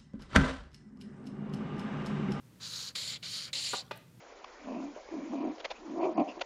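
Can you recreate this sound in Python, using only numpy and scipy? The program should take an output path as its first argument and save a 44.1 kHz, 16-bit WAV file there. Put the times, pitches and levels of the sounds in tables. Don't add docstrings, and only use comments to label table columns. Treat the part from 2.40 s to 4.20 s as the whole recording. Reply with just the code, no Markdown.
import sys
import numpy as np
from scipy import signal
from scipy.fft import rfft, irfft
from scipy.io import wavfile
from scipy.ndimage import uniform_filter1d

SR = 44100
rng = np.random.default_rng(int(sys.argv[2]) if len(sys.argv) > 2 else 0)


def amplitude_ratio(level_db):
    exponent = np.asarray(level_db, float) / 20
    return 10 ** exponent


def waveform_to_disk(signal):
    frames = np.transpose(np.atleast_2d(signal))
    scaled = np.clip(frames, -1, 1) * 32767
    samples = np.round(scaled).astype(np.int16)
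    wavfile.write(sys.argv[1], SR, samples)


N = 79380


def evened(x):
    return x / np.sqrt(np.mean(x ** 2) + 1e-20)


def read(points, hz):
    f, value = np.transpose(points)
    return np.interp(np.log(hz + 1), np.log(f + 1), value)


def add(mix, s, sound):
    part = mix[round(s * SR):][:len(sound)]
    part += sound[:len(part)]


def resonate(x, hz, width):
    turn = np.exp(2j * np.pi * np.cumsum(hz * np.ones(len(x))) / SR)
    r = np.exp(-np.pi * width / SR)
    smoothed = signal.lfilter([1 - r], [1, -r], x / turn + 1e-18)
    return 2 * (turn * smoothed).real


def drift(seconds):
    span = max(int(seconds * SR), 2)
    noise = rng.standard_normal(N)
    return evened(uniform_filter1d(uniform_filter1d(noise, span), span))


def air():
    # frequency in Hz, level in dB per Hz.
    tone_curve = [(18, -69), (30, -23), (117, -5.5), (145, -5), (424, -19), (522, -21.5), (661, -27.5),
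                  (837, -27.5), (15800, -39)]
    # frequency in Hz, level in dB, width in Hz.
    hum_partials = [(121, -64.5, 18), (169.6, -66.5, 38), (228.6, -75.5, 14)]
    hz, t = np.fft.rfftfreq(N, 1 / SR), np.arange(N) / SR
    bass_cut_db = 26 * np.maximum(np.log2(45 / (hz + 1)), 0)
    colour = amplitude_ratio(read(tone_curve, hz) - bass_cut_db)
    wash = evened(irfft(rfft(rng.standard_normal(N)) * colour, N))
    swell_db = 0.5 * drift(0.05)
    hum = np.zeros(N)
    for f, db, width in hum_partials:
        hum += amplitude_ratio(db) * evened(resonate(resonate(rng.standard_normal(N), f, width), f, width))
    mains_hz, mains_db, _ = hum_partials[0]
    mains = 0.45 * amplitude_ratio(mains_db) * np.sin(2 * np.pi * mains_hz * t)
    return amplitude_ratio(-60 + swell_db) * wash + hum + mains


def stroke(rows, body):
    centre_hz, catches_per_s = 4300, 5000
    s, level_db, speed_db, press_db, main_hz = np.transpose(rows)
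    t = np.arange(s[0], s[-1], 1 / SR)
    count = len(t)
    caught = rng.random(count) < catches_per_s / SR
    size_db = 3.5 * np.minimum(rng.exponential(1, count), 3.5)
    grain = rng.standard_normal(count)
    catches = np.sign(grain) * amplitude_ratio(size_db) * caught
    drive = evened(catches) + 0.54 * grain
    treble_lift_db, low_lift_db = np.interp(t, s, speed_db), np.interp(t, s, press_db)
    grip = np.interp(t, s, main_hz) / centre_hz
    out = np.zeros(count)
    for hz, width, db in body:
        octaves = np.log2(hz / centre_hz)
        lift_db = treble_lift_db * max(octaves, 0) + low_lift_db * np.clip(-octaves, 0, 1)
        bend = grip ** np.exp(-(octaves / 0.5) ** 2)
        f = hz * bend * (1 + 0.008 * drift(0.0029)[:count])
        shared = np.clip(1 + 0.11 * octaves, 0.2, 1.5) * drive
        ring = shared + 0.96 * rng.standard_normal(count)
        for _ in range(3):
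            ring = resonate(ring, f, 2 * width)
        patch_db = 1.2 * drift(0.009)[:count]
        out += amplitude_ratio(db + lift_db + patch_db) * ring * np.sqrt(400 / width)
    hand_db = np.interp(t, s, level_db) + 7.0 + 0.38 * drift(0.009)[:count]
    return s[0], amplitude_ratio(hand_db) * out


def room(x):
    # frequency in Hz, decay time by 60 dB in seconds.
    decay_times = [(200, 0.35), (1000, 0.38), (3000, 0.41), (6000, 0.33), (12000, 0.2)]
    taps = np.zeros(SR // 2)
    at = np.arange(300, len(taps) - 20, 20)
    taps[at + rng.integers(0, 20, len(at))] = rng.choice([-1., 1.], len(at))
    hz, t, z = signal.stft(taps, SR, nperseg=256)
    decay = amplitude_ratio(-60 * t / read(decay_times, hz)[:, None])
    tail = signal.istft(z * decay, SR, nperseg=256)[1]
    return signal.fftconvolve(x, tail / np.linalg.norm(tail))[:N]


def knock(start, level_db, dull_db, length, crisp_db):
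    # frequency in Hz, width in Hz, level in dB.
    wood_modes = [(236, 49, -5.5), (393.5, 26, 1.6), (564.5, 63, -3.5), (725, 120, -11.5), (966, 220, 1),
                  (1193, 210, -2.5), (1422, 65, -0.5)]
    # frequency in Hz, level in dB.
    slap_curve = [(150, -17), (350, 3.2), (1500, -0.5), (3000, -0.5), (5000, -7), (8000, -23.5),
                  (14000, -62)]
    knee_hz = 1570
    t, hz = np.arange(4096) / SR, np.fft.rfftfreq(4096, 1 / SR)
    fade_db = -1.5 * t / length - 1800 * np.maximum(t - length, 0)
    shape = np.minimum(t / 0.0028, 1) * amplitude_ratio(fade_db)
    rings = np.zeros(4096)
    for f, width, db in wood_modes:
        pure = np.sin(2 * np.pi * (f * t + rng.random()))
        rough = evened(resonate(rng.standard_normal(4096), f, width))
        rings += amplitude_ratio(db) * shape * (pure + 0.5 * rough)
    rings = rings / np.sqrt(np.mean(rings[:600] ** 2))
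    dulling_db = dull_db * np.maximum(np.log2((hz + 1) / knee_hz), 0)
    colour = amplitude_ratio(read(slap_curve, hz) - dulling_db)
    slap = shape * evened(irfft(rfft(rng.standard_normal(4096)) * colour))
    return start, amplitude_ratio(level_db) * np.array([rings, amplitude_ratio(crisp_db) * slap])


def tick(start, level_db, low_hz, high_hz):
    width_hz = 130
    t = np.arange(600) / SR
    rings = np.sin(2 * np.pi * low_hz * t) + np.sin(2 * np.pi * high_hz * t)
    return start, amplitude_ratio(level_db) * np.exp(-np.pi * width_hz * t) * rings


def rustles():
    # centre in seconds, level in dB, spread in seconds.
    brushes = [
        (1.564, -63, 0.0075),
        (1.575, -53.5, 0.0016),
        (1.579, -61, .003),
    ]
    t = np.arange(N) / SR
    shape = sum(amplitude_ratio(db) * np.exp(-((t - s) / spread) ** 2) for s, db, spread in brushes)
    highpass = signal.butter(6, 7800, "high", fs=SR, output="sos")
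    return shape * evened(signal.sosfilt(highpass, rng.standard_normal(N)))


def scene():
    # time in seconds, level in dB, speed as treble lift in dB,
    # pressure as low lift in dB, main ring in Hz.
    down_strokes = [
        [(.19, -102, -2, -1, 4200), (.202, -58, -5, 9, 4200), (.214, -47.5, -3.5, -1.5, 4170),
         (.258, -44, 1, -3, 4280), (.335, -46, 3.5, -1.5, 4150), (.36, -41.5, 2, -4, 4300),
         (.488, -43, 0.5, -4, 4190), (.516, -59.5, -1, 11, 4300), (.54, -100, -3, 2, 4350)],
        [(.815, -90, 0, 12, 4180), (.83, -43.5, -2, 1.5, 4000), (.865, -42.5, -1.5, -0.5, 4260),
         (.895, -44.5, 3.5, -2, 4200), (.952, -39, .3, -5, 4300), (1.055, -45.5, 1, -1, 4300),
         (1.09, -54, 0, 10, 4300), (1.108, -78, 2, 27, 4000), (1.12, -97, 0, 4, 4000)],
    ]
    up_strokes = [
        [(.542, -92, 0, 5, 3960), (.549, -65, -1, 5, 3980), (.554, -37, 0, 2, 4000), (.6, -38, 0.5, -0.5, 4190),
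         (.66, -40, 0.5, 0, 4070), (.715, -38, 0, -0.5, 4270), (.77, -42.5, -9.5, 0.5, 3650),
         (.783, -72, -9, 21, 3650), (.8, -82, -5, 5, 3630)],
        [(1.124, -119, -9, 8, 3970), (1.131, -33, -1, -1, 3800), (1.173, -34.5, -3.5, 1.5, 4300),
         (1.228, -36.5, 2, -2.5, 4060), (1.261, -33, -2, -1, 4440), (1.322, -38, 2, 0.5, 3950),
         (1.38, -35, -5, -10, 4080), (1.412, -42, -9.5, -10, 4080), (1.44, -71, -8, 12, 4240)],
    ]
    # frequency in Hz, width in Hz, level in dB.
    stroke_bodies = [
        [(520, 130, -17), (1390, 750, -8.5), (2560, 550, -10), (3190, 540, -7), (4300, 1015, 4.1),
         (5600, 1100, -3), (6480, 830, -5.5), (9450, 730, -15), (11300, 1900, -19.5), (13800, 1800, -30)],
        [(550, 170, -20.5), (1560, 900, -17), (2270, 600, -9), (3510, 1100, -2), (4300, 860, 0.6),
         (5400, 760, -33), (7160, 730, -5.5), (9200, 1050, -13.5), (11400, 1200, -20), (13800, 1900, -28.5)],
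        [(570, 180, -17.5), (1460, 540, -11), (2210, 730, -5.5), (3190, 490, -2), (4300, 1000, 4.5),
         (5400, 760, -13), (6700, 800, -5.5), (9220, 570, -12.5), (11400, 1400, -21.5), (13800, 2900, -31)],
        [(540, 114, -22.5), (1380, 1050, -22), (2270, 540, -11.5), (3010, 890, -3.5), (4300, 860, 1.9),
         (5350, 330, -16.5), (7100, 730, -5.5), (9200, 840, -13), (11100, 1100, -22.5), (14400, 2500, -30)],
    ]
    # start in seconds, level in dB, dullness in dB per octave above the knee,
    # burst length in seconds, crispness in dB.
    knock_rows = [
        (1.332, -33.5, 31, 0.011, -2),
        (1.509, -40, 2.5, 0.009, 3),
    ]
    # start in seconds, level in dB, low ring in Hz, high ring in Hz.
    tick_rows = [
        (1.452, -59, 3300, 5700),
        (1.465, -59, 3300, 5700),
        (1.480, -56, 1350, 3400),
        (1.479, -52, 190, 300),
        (1.574, -60, 8500, 12400),
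    ]
    near, far, knock_send = rustles(), np.zeros(N), np.zeros(N)
    hand = [down_strokes[0], up_strokes[0], down_strokes[1], up_strokes[1]]
    for rows, body in zip(hand, stroke_bodies):
        add(near, *stroke(rows, body))
    for row in knock_rows:
        s, (rings, slap) = knock(*row)
        add(far, s, rings + slap)
        add(knock_send, s, amplitude_ratio(3.5) * slap + 0.25 * rings)
    for row in tick_rows:
        add(near, *tick(*row))
    echoes = room(amplitude_ratio(-26) * near + amplitude_ratio(-11) * knock_send)
    return (near + far + echoes + air())[None]


def band_limit(x):
    return signal.sosfilt(signal.butter(12, 15920, fs=SR, output="sos"), x)


def record(dry):
    hz = np.fft.rfftfreq(N, 1 / SR)
    bass_cut_db = 18 * np.maximum(np.log2(60 / (hz + 1)), 0)
    treble_cut_db = 6.0 * np.clip((hz - 14500) / 1400, 0, 1)
    colour = amplitude_ratio(-bass_cut_db - treble_cut_db) * (hz < 15900)
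    return band_limit(irfft(rfft(dry) * colour, N))


dry = scene()
out = record(dry)
waveform_to_disk(out)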